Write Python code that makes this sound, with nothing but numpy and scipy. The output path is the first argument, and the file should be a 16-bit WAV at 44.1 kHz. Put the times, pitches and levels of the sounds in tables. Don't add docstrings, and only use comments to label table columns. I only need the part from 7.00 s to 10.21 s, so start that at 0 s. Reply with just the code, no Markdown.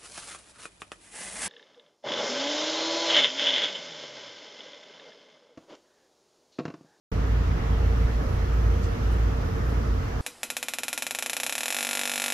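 import sys
import numpy as np
from scipy import signal
from scipy.fft import rfft, irfft, next_fast_len
from scipy.io import wavfile
from scipy.ndimage import uniform_filter1d, map_coordinates

SR = 44100
rng = np.random.default_rng(int(sys.argv[2]) if len(sys.argv) > 2 else 0)


def put_to_file(sound):
    columns = np.atleast_2d(sound).T
    safe = np.clip(columns, -1, 1)
    whole_steps = np.round(safe * 32767)
    wavfile.write(sys.argv[1], SR, whole_steps.astype(np.int16))


N = 141561
TURNS_PER_CYCLE = 2


def main_engines():
    # time in seconds, turns per minute.
    steady_rpm = [(0, 574.52), (3.3, 574.52)]
    hunting_rpm = [(.1, 549.56), (.5, 558.43), (.9, 561.46), (1.3, 559.08), (2, 556.49), (2.5, 556.6),
                   (3.2, 559.55)]
    steady_tones = {6: -45, 9: -46, 10: -47, 11: -48, 12: -31, 13: -49, 16: -44, 18: -35, 19: -47, 21: -49,
                    24: -40, 26: -48, 30: -49, 42: -55, 48: -56, 60: -59, 84: -58}
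    hunting_tones = {6: -49, 8: -49, 9: -47, 10: -49, 12: -27, 14: -51, 18: -38, 22: -53, 24: -47}
    # time in seconds, gain of the hunting engine's exhaust in dB.
    hunting_load = [(.1, -10), (.3, -1), (.55, 3.5), (.9, 2), (1.3, 0), (1.8, 2), (2.3, 0), (2.8, -2.5),
                    (3.2, -1.5)]
    # time in seconds, gear hum of the steady and of the hunting engine in dB.
    gear_levels = [(.1, -43, -47), (.4, -47, -49), (.9, -46, -43), (1.2, -47, -48), (1.5, -43.5, -50),
                   (1.8, -42, -49), (2.2, -45, -48), (2.7, -45.5, -48), (3.2, -45, -50)]
    steady_crank, hunting_crank = .13, .0883
    exhaust = tones(steady_rpm, steady_tones, steady_crank, shift=.08)
    load_gain = amp(curves(hunting_load)[0])
    exhaust += load_gain * tones(hunting_rpm, hunting_tones, hunting_crank, shift=.3)
    gear_multiple = 96
    steady_db, hunting_db = curves(gear_levels)
    gears = tones(steady_rpm, {gear_multiple: steady_db}, steady_crank, shift=.36, echo_s=0)
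    gears += tones(hunting_rpm, {gear_multiple: hunting_db}, hunting_crank, shift=.76, echo_s=0)
    return exhaust + gears


def generator():
    # time in seconds, turns per minute.
    rpm = [(0, 1500.66), (3.3, 1500.66)]
    tone_levels = {4: -38, 8: -42, 11: -45, 12: -54, 17: -54, 19: -50, 20: -52, 21: -50, 22: -55, 23: -55,
                   28: -54, 29: -56, 33: -57, 40: -52, 100: -62, 104: -61, 108: -62}
    # time in seconds, level of the high drone in dB.
    drone_levels = [(.1, -63), (1, -62), (1.2, -57), (1.55, -58), (1.75, -53), (2.1, -55), (2.85, -55),
                    (3.2, -61)]
    drone_multiple = 96
    levels = {**tone_levels, drone_multiple: curves(drone_levels)[0]}
    return rattle(rpm) + tones(rpm, levels, crank=.1325, shift=.68)


def rattle(rpm):
    # pitch in Hz, base level in dB of each rattle tone near it.
    spectrum = [(500, -58.5), (800, -70), (1300, -66), (1700, -73), (2300, -91.5), (3400, -83.5)]
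    firing_boost_db, scatter_db = 4, 2.5
    multiples = np.arange(41, 280)
    shape = (2, len(multiples))
    cycle_hz = rpm[0][1] / (60 * TURNS_PER_CYCLE)
    db = along(spectrum, multiples * cycle_hz) + firing_boost_db * (multiples % 4 == 0)
    db = db + scatter_db * rng.standard_normal(shape)
    steps = 4096
    partials = np.zeros((2, steps // 2 + 1), complex)
    partials[:, multiples] = amp(db) * np.exp(2j * np.pi * rng.random(shape)) * steps / np.sqrt(2)
    position = cycles(rpm) % 1 * steps
    return np.array([map_coordinates(loop, [position], mode="grid-wrap")
                     for loop in irfft(partials, steps)])


def roar():
    # frequency in Hz, base level in dB per Hz.
    rumble_spectrum = [(15, -81), (28, -66), (40, -54), (55, -54), (70, -54), (90, -51), (105, -54),
                       (125, -57), (190, -61), (260, -85), (400, -140)]
    roar_spectrum = [(110, -90), (150, -66), (200, -61), (250, -62), (320, -65), (400, -66), (460, -68),
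                     (520, -67), (700, -77), (1000, -106.5)]
    clatter_spectrum = [(400, -85.5), (700, -73.5), (1000, -75.5), (1300, -73), (1500, -78), (1900, -79),
                        (2500, -85), (4000, -91.5), (6000, -110)]
    # time in seconds, rumble gain in dB.
    rumble_swell = [(.1, 3), (.55, 4), (.7, 1), (1.1, -1), (1.5, -2.5), (1.9, -2), (2.2, 0), (2.7, 0),
                    (3.2, 0)]
    # time in seconds, roar gain in dB, clatter gain in dB.
    roar_swell = [(.1, -0.5, 2.5), (.55, -2, 3.5), (.9, -0.5, 3), (1.4, -1.5, 2), (1.8, 0, 1.5),
                  (2.2, -1.5, 2.5), (2.7, 1.5, 2), (3.2, -4.5, 2)]
    roar_db, clatter_db = curves(roar_swell)
    rumble = rush(rumble_spectrum, patchy_db=1.5) * amp(curves(rumble_swell)[0])
    exhaust = rush(roar_spectrum, patchy_db=1.3) * amp(roar_db)
    clatter = rush(clatter_spectrum, patchy_db=1.56) * amp(clatter_db + 0.31 * wobble(5.95))
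    return rumble + exhaust + clatter


def water():
    # frequency in Hz, base level in dB per Hz.
    wash_spectrum = [(1500, -100), (2100, -94.5), (2800, -88.5), (3300, -95.5), (3800, -112), (5000, -140)]
    hiss_spectrum = [(3000, -105), (4200, -93.5), (5800, -91), (7200, -99), (8500, -112)]
    spray_spectrum = [(6000, -120), (8300, -107), (10000, -106), (12000, -102), (14000, -104),
                      (15200, -106)]
    # time in seconds, then the gains of wash, hiss and spray in dB.
    swell = [(.1, 3, 3, -15), (.3, 2, 1.5, -10), (.8, 5, 2, -4), (1.1, -5, 2.5, -1), (1.4, 3.5, 2.5, -1),
             (2.1, 3.5, 3, -1.5), (2.6, -5, 2, -2), (3.2, -1, 3, -2.5)]
    wash_db, hiss_db, spray_db = curves(swell)
    wash = rush(wash_spectrum, patchy_db=1.5) * amp(wash_db)
    hiss = rush(hiss_spectrum, patchy_db=0.8) * amp(hiss_db)
    spray = rush(spray_spectrum, patchy_db=3.0) * amp(spray_db + 0.81 * wobble(20))
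    return wash + hiss + spray


def splashes():
    # start in seconds, level in dB, centre pitch in Hz.
    bursts = [(1.828, -43.5, 5400), (2.112, -51, 9500), (2.69, -58, 11000)]
    rise_s, fall_60db_s, log_width = .007, .16, .45
    out = np.zeros((2, N))
    for start_s, db, centre_hz in bursts:
        age = np.maximum(np.arange(N) / SR - start_s, 0)
        noise = rng.standard_normal((2, N))
        spray = filtered(noise, lambda hz: np.exp(-(np.log((hz + 1) / centre_hz) / log_width) ** 2))
        envelope = amp(db - 60 * age / fall_60db_s) * (1 - np.exp(-age / rise_s))
        out += spray / spray.std() * envelope
    return out


def whine():
    # time in seconds, base level in dB.
    levels = [(.1, -83.5), (1.9, -67), (2.1, -85), (3.2, -71)]
    pitch_hz, waver_hz = 4268, 3
    phase = 2 * np.pi * np.cumsum(pitch_hz + waver_hz * wobble(10)) / SR
    gain = np.sqrt(2) * amp(curves(levels)[0] + 3.8 * wobble(19))
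    return gain * np.array([np.sin(phase), np.cos(phase)])


def tones(rpm, levels, crank, shift, echo_s=.003):
    shimmer_db, shimmer_rate, port_spread_s = .7, 4, .0005
    run = cycles(rpm) + crank
    cycle_hz = (run[-1] - run[0]) * SR / N
    out = np.zeros((2, N))
    for multiple, db in levels.items():
        hz = multiple * cycle_hz
        scatter = rng.standard_normal() * (hz * echo_s) ** 2
        scatter += rng.standard_normal((2, 1)) * (hz * port_spread_s) ** 2
        gain = np.sqrt(2) * amp(db + shimmer_db * wobble(shimmer_rate))
        out += gain * np.cos(2 * np.pi * (multiple * run + shift + scatter))
    return out


def rush(spectrum, patchy_db):
    # frequency in Hz, how alike left and right are (1 the same, -1 opposite).
    likeness = [(60, 0.99), (110, 0.94), (200, 0.98), (380, 0.95), (700, -0.2), (1290, 0.28), (2380, -0.18),
                (4400, 0.23), (8120, 0.034), (15000, -0.39)]
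    slices = signal.stft(rng.standard_normal((2, N)), nperseg=512)[2]
    patches = uniform_filter1d(rng.standard_normal(slices.shape[1:]), size=6, axis=0)
    patches = uniform_filter1d(patches, size=12, axis=1)
    noise = signal.istft(slices * amp(patchy_db * patches / patches.std()), nperseg=512)[1][:, :N]

    def colour(hz):
        angle = np.arccos(np.clip(along(likeness, hz), -1, 1)) / 2
        return np.sqrt(SR / 2) * amp(along(spectrum, hz)) * [np.cos(angle), np.sin(angle)]

    mid, side = filtered(noise, colour)
    return np.array([mid + side, mid - side])


def cycles(rpm):
    return np.cumsum(curves(rpm)[0]) / (60 * TURNS_PER_CYCLE * SR)


def amp(db):
    return 10 ** (np.asarray(db) / 20)


def along(points, hz):
    frequencies, values = np.transpose(points)
    return np.interp(np.log(hz + 1), np.log(frequencies + 1), values)


def curves(rows):
    times, *columns = np.transpose(rows)
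    return [np.interp(np.arange(N) / SR, times, column) for column in columns]


def wobble(rate):
    points = rng.standard_normal(int(N * rate / SR) + 4)
    return map_coordinates(points, [np.arange(N) * rate / SR], order=1)


def filtered(x, response):
    size = next_fast_len(N + SR // 2)
    return irfft(rfft(x, size) * response(np.fft.rfftfreq(size, 1 / SR)), size)[..., :N]


def scene():
    return main_engines() + generator() + whine() + roar() + water() + splashes()


def record(dry):
    # frequency in Hz, left level minus right level in dB.
    balance = [(60, -1.0), (92, -1.0), (140, -0.5), (210, -2.0), (330, -4.0), (500, -3.5), (770, -3.0),
               (1170, -2.0), (1790, -1.0), (2740, 1.0), (4190, -3.0), (6410, -4.5), (9810, 0.0),
               (15000, -2.5)]
    port_lag_s = 0.000402
    start_s, fade_s, top_hz = .1155, .003, 15150
    side = np.array([[.5], [-.5]])

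    def port_response(hz):
        return amp(side * along(balance, hz)) * np.exp(-2j * np.pi * hz * port_lag_s * side)

    fade_in = np.clip((np.arange(N) / SR - start_s) / fade_s, 0, 1)
    return filtered(filtered(dry, port_response) * fade_in, lambda hz: hz < top_hz)


dry = scene()
out = record(dry)
put_to_file(out)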